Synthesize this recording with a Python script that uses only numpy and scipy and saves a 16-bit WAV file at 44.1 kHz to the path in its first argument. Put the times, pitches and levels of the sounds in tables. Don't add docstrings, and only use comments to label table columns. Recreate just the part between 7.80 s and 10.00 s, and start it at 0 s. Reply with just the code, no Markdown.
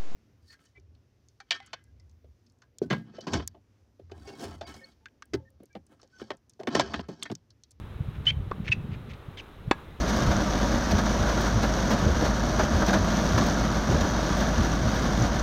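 import sys
import numpy as np
from scipy import signal
from scipy.fft import rfft, irfft
from scipy.io import wavfile
from scipy.ndimage import uniform_filter1d

SR = 44100
rng = np.random.default_rng(int(sys.argv[2]) if len(sys.argv) > 2 else 0)


def materialize(psi):
    bounded = np.clip(np.atleast_2d(psi).T, -1, 1)
    quanta = np.round(bounded * 32767).astype(np.int16)
    wavfile.write(sys.argv[1], SR, quanta)


N = 97020
FLUTTER_DB, FLUTTER_HZ = 2, 35.29


def ball_hits():
    # (time [s], thump level [dB], thump pitch [Hz], ball level [dB], ball pitch [Hz],
    # strings level [dB], crack level [dB], crack treble boost [dB per octave])
    hits = [(0.7126, -18, 382, -11.5, 1117, -44.5, -24, -4), (1.9108, -2.5, 321, -8, 970, -18, -13.5, 1.8)]
    # (pitch [Hz], level [dB], time to fade by 60 dB [s])
    racket_tones = [(555, -7, 0.022), (802, 7.5, 0.03), (1090, 0, 0.031), (1240, 3.5, 0.038),
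                    (1478, -19, 0.039), (1669, -7, 0.098), (2090, -4, 0.0254), (2266, 0.5, 0.022),
                    (2594, -1, 0.034), (2910, -7, 0.022), (3468, 0, 0.025), (3690, -9, 0.028),
                    (4470, -2, 0.021), (7230, -12.5, 0.025)]
    # (frequency [Hz], level [dB])
    crack_colour = [(200, 6.5), (800, 2.5), (1500, 10), (2400, -1), (3600, -8.5), (4800, -13.5),
                    (6000, -14), (7300, -23), (9000, -27), (12000, -47), (16000, -43)]
    out = np.zeros(N)
    for start, thump_db, thump_hz, ball_db, ball_hz, strings_db, crack_db, tilt_db in hits:
        out += undb(thump_db) * ring(start + 0.00093, thump_hz, rise_s=0.00073, fade_s=0.015)
        out += undb(ball_db) * ring(start + 0.0044, ball_hz, rise_s=0.001, fade_s=0.0135)
        for k, (hz, db, fade_s) in enumerate(racket_tones):
            direction = (-1) ** k
            out += direction * undb(strings_db + db) * ring(start, hz, rise_s=0.002, fade_s=fade_s)
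        crack = noise(crack_colour, tilt_db) * hit_shape(clock(start), rise_s=0.00078, fade_s=0.028)
        out += undb(crack_db) * crack
    return out


def shoe_squeaks():
    # (time [s], length [s], level [dB], rise [s], start pitch [Hz], end pitch [Hz],
    # fade over the slide [dB], roughness [0-1])
    squeaks = [(0.4671, 0.043, -12, 0.0043, 3146, 3170, 14.5, 0.21),
               (0.872, 0.024, -40, 0.005, 2820, 2070, 9, 0.6),
               (0.9168, 0.0043, -13.5, 0.0068, 2800, 2680, -3, 0.18),
               (0.9215, 0.0124, -14.5, 0.0014, 2842, 2626, 3.5, 0.28),
               (1.571, 0.023, -46.5, 0.0025, 3440, 3120, -7, 0.8),
               (1.594, 0.0153, -36.5, 0.0021, 3007, 2550, 8, 0.97),
               (0.503, 0.011, -26.5, 0.0037, 2494, 2290, 7.5, 0.73)]
    wobble_hz = 702.6
    out = np.zeros(N)
    for start, length, db, rise_s, from_hz, to_hz, fade_db, roughness in squeaks:
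        progress = np.minimum(clock(start) / length, 1)
        grip = slide_shape(start, length, rise_s, fall_s=0.0022) * undb(-fade_db * progress)
        glide_hz = from_hz + (to_hz - from_hz) * progress
        sag = 0.0448 * grip / grip.max()
        wobble = 0.07 * roughness * wander(wobble_hz)
        phase = 2 * np.pi * np.cumsum(glide_hz * (1 - sag + wobble)) / SR
        tone = np.sin(phase) + undb(-37) * np.sin(2 * phase)
        flicker_db = 3 * roughness * wander(wobble_hz)
        out += tone * grip * undb(db + flicker_db)
    return out


def shoe_scuffs():
    # (time [s], length [s], level [dB], rise [s], fall [s], treble boost [dB per octave])
    scuffs = [(0.344, 0.032, -52, 0.0083, 0.019, -6.5), (0.454, 0.016, -42, 0.0021, 0.003, 2.5),
              (0.468, 0.045, -36.5, 0.005, 0.012, 0.5), (0.839, 0.044, -46, 0.036, 0.0051, 0),
              (0.875, 0.022, -32.5, 0.011, 0.018, -1.5), (0.9104, 0.028, -29.5, 0.03, 0.02, 2),
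              (1.099, 0.066, -49, 0.071, 0.037, -4), (1.287, 0.042, -52, 0.016, 0.012, 1.5),
              (1.331, 0.022, -54, 0.006, 0.015, 1), (1.572, 0.042, -48.5, 0.0028, 0.009, 2.5)]
    # (frequency [Hz], level [dB])
    grit_colour = [(400, -15), (1100, -9), (1600, 2.5), (2300, 8.5), (3200, 1), (4200, -3), (5200, -9),
                   (6400, -12), (7600, -24.5), (8600, -23.5), (10500, -54), (16000, -39)]
    out = np.zeros(N)
    for start, length, db, rise_s, fall_s, tilt_db in scuffs:
        scrape = noise(grit_colour, tilt_db)
        grain_db = 2.5 * wander(hz=1202)
        out += scrape * undb(db + grain_db) * slide_shape(start, length, rise_s, fall_s)
    return out


def court_echo(sound):
    # (frequency [Hz], level [dB])
    echo_colour = [(100, -16), (500, -1.5), (1000, -2.5), (1800, -2.5), (3200, -6.5), (6000, -4),
                   (16000, -4)]
    # (delay [s], level [dB])
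    fences = [(0.0177, -25.5)]
    t = clock(start=0.004)
    echoes = np.zeros(N)
    for db, fade_s in [(-20, 0.075), (-30, 0.32)]:
        tail = noise(echo_colour) * hit_shape(t, rise_s=0.0049, fade_s=fade_s)
        echoes += undb(db) * tail / np.linalg.norm(tail)
    for delay, db in fences:
        echoes[int(delay * SR)] += undb(db)
    bass_cut = signal.butter(2, 600, "high", fs=SR, output="sos")
    return signal.fftconvolve(sound, signal.sosfilt(bass_cut, echoes))[:N]


def wall_echo(sound, delay_s=0.0725, level_db=-25):
    # (low edge [Hz], high edge [Hz])
    band_hz = [1000, 1600]
    keep_middle = signal.butter(2, band_hz, "band", fs=SR, output="sos")
    delayed = np.interp(clock() - delay_s, clock(), sound, left=0)
    return undb(level_db) * signal.sosfilt(keep_middle, delayed)


def wind_buffets():
    # (frequency [Hz], level [dB])
    rumble_colour = [(20, -12), (35, -10.5), (60, 3), (100, 2.5), (150, -1), (200, -7.5), (280, -16),
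                     (450, -32.5), (800, -31.5), (2000, -92.5), (8000, -87)]
    # (time [s], level [dB])
    strength = [(0, -44.5), (0.14, -44.5), (0.25, -36.5), (0.33, -42), (0.40, -37), (0.52, -37),
                (0.60, -36), (0.73, -40.5), (0.80, -33), (0.87, -42.5), (1.0, -35), (1.12, -37.5),
                (1.2, -39.5), (1.29, -42), (1.38, -47.5), (1.7, -55), (1.87, -41.5), (2.1, -48.5),
                (2.2, -46)]
    # (time [s], level [dB], pitch [Hz])
    buffets = [(0.165, -27.5, 80), (0.2098, -17.5, 118), (0.289, -21.5, 112), (0.546, -26, 100),
               (0.573, -22, 105), (0.604, -23.5, 100), (0.626, -23.5, 95), (0.679, -26, 100),
               (0.786, -31, 160), (0.805, -22.5, 150), (0.9028, -20.5, 105), (0.977, -23.5, 100),
               (1.011, -28, 130), (1.096, -28, 130), (1.128, -25, 120), (1.488, -29.5, 115),
               (1.8812, -20, 125)]
    t = clock()
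    rumble_db = np.interp(t, *np.array(strength).T)
    out = noise(rumble_colour) * undb(rumble_db + FLUTTER_DB * wander(FLUTTER_HZ))
    for when, db, hz in buffets:
        cycles = (t - when) * hz
        out -= undb(db) * np.sin(2 * np.pi * cycles) * bell_shape(cycles, width=0.41)
    return out


def wind_gust(peak_s=0.96, level_db=-41):
    # (frequency [Hz], level [dB])
    swirl_colour = [(60, -20), (120, -2.5), (165, 0), (230, -5.5), (300, -17.5), (420, -15.5), (700, -32.5),
                    (2000, -49), (8000, -85)]
    swell = bell_shape(clock() - peak_s, width=0.21)
    return noise(swirl_colour) * swell * undb(level_db + FLUTTER_DB * wander(FLUTTER_HZ))


def outdoor_rush(level_db=-48.5, swell_db=0.57):
    # (frequency [Hz], level [dB])
    rush_colour = [(20, 3), (55, 7), (120, -9.5), (220, -3), (420, -1.5), (700, -10), (1250, -8.5),
                   (1800, -15), (2800, -18.5), (3900, -19.5), (4500, -32), (6500, -35.5), (7700, -38),
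                   (9500, -36), (16000, -37.5)]
    return noise(rush_colour) * undb(level_db + swell_db * wander(hz=5.79))


def undb(db):
    return 10 ** (np.asarray(db) / 20)


def clock(start=0):
    return np.maximum(np.arange(N) / SR - start, 0)


def noise(colour, tilt_db=0):
    hz, db = np.array(colour).T
    octave = np.log2(np.maximum(np.arange(N // 2 + 1) * SR / N, 1))
    gain = undb(np.interp(octave, np.log2(hz), db + tilt_db * np.log2(hz)))
    shaped = irfft(rfft(rng.standard_normal(N)) * gain * (octave > 2), N)
    return shaped / shaped.std()


def wander(hz):
    step = max(int(SR / hz), 2)
    stairs = np.repeat(rng.standard_normal(N // step + 1), step)
    smooth = uniform_filter1d(stairs, step)[:N]
    return smooth / smooth.std()


def slide_shape(start, length, rise_s, fall_s):
    t = clock(start)
    ramp = np.minimum(t / rise_s, (length - t) / fall_s)
    return np.sin(np.pi / 2 * np.clip(ramp, 0, 1))


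def hit_shape(t, rise_s, fade_s):
    return (1 - np.exp(-(t / rise_s) ** 2)) * np.exp(-np.log(1000) * t / fade_s)


def bell_shape(x, width):
    return np.exp(-.5 * (x / width) ** 2)


def ring(start, hz, rise_s, fade_s):
    t = clock(start)
    return np.sin(2 * np.pi * hz * t) * hit_shape(t, rise_s, fade_s)


def scene():
    play = shoe_squeaks() + shoe_scuffs() + ball_hits()
    mix = play + court_echo(play) + wall_echo(play) + wind_buffets() + wind_gust() + outdoor_rush()
    return mix[None]


def record(dry, top_hz=16200):
    return signal.sosfilt(signal.ellip(10, .1, 70, top_hz, fs=SR, output="sos"), dry)


dry = scene()
out = record(dry)
materialize(out)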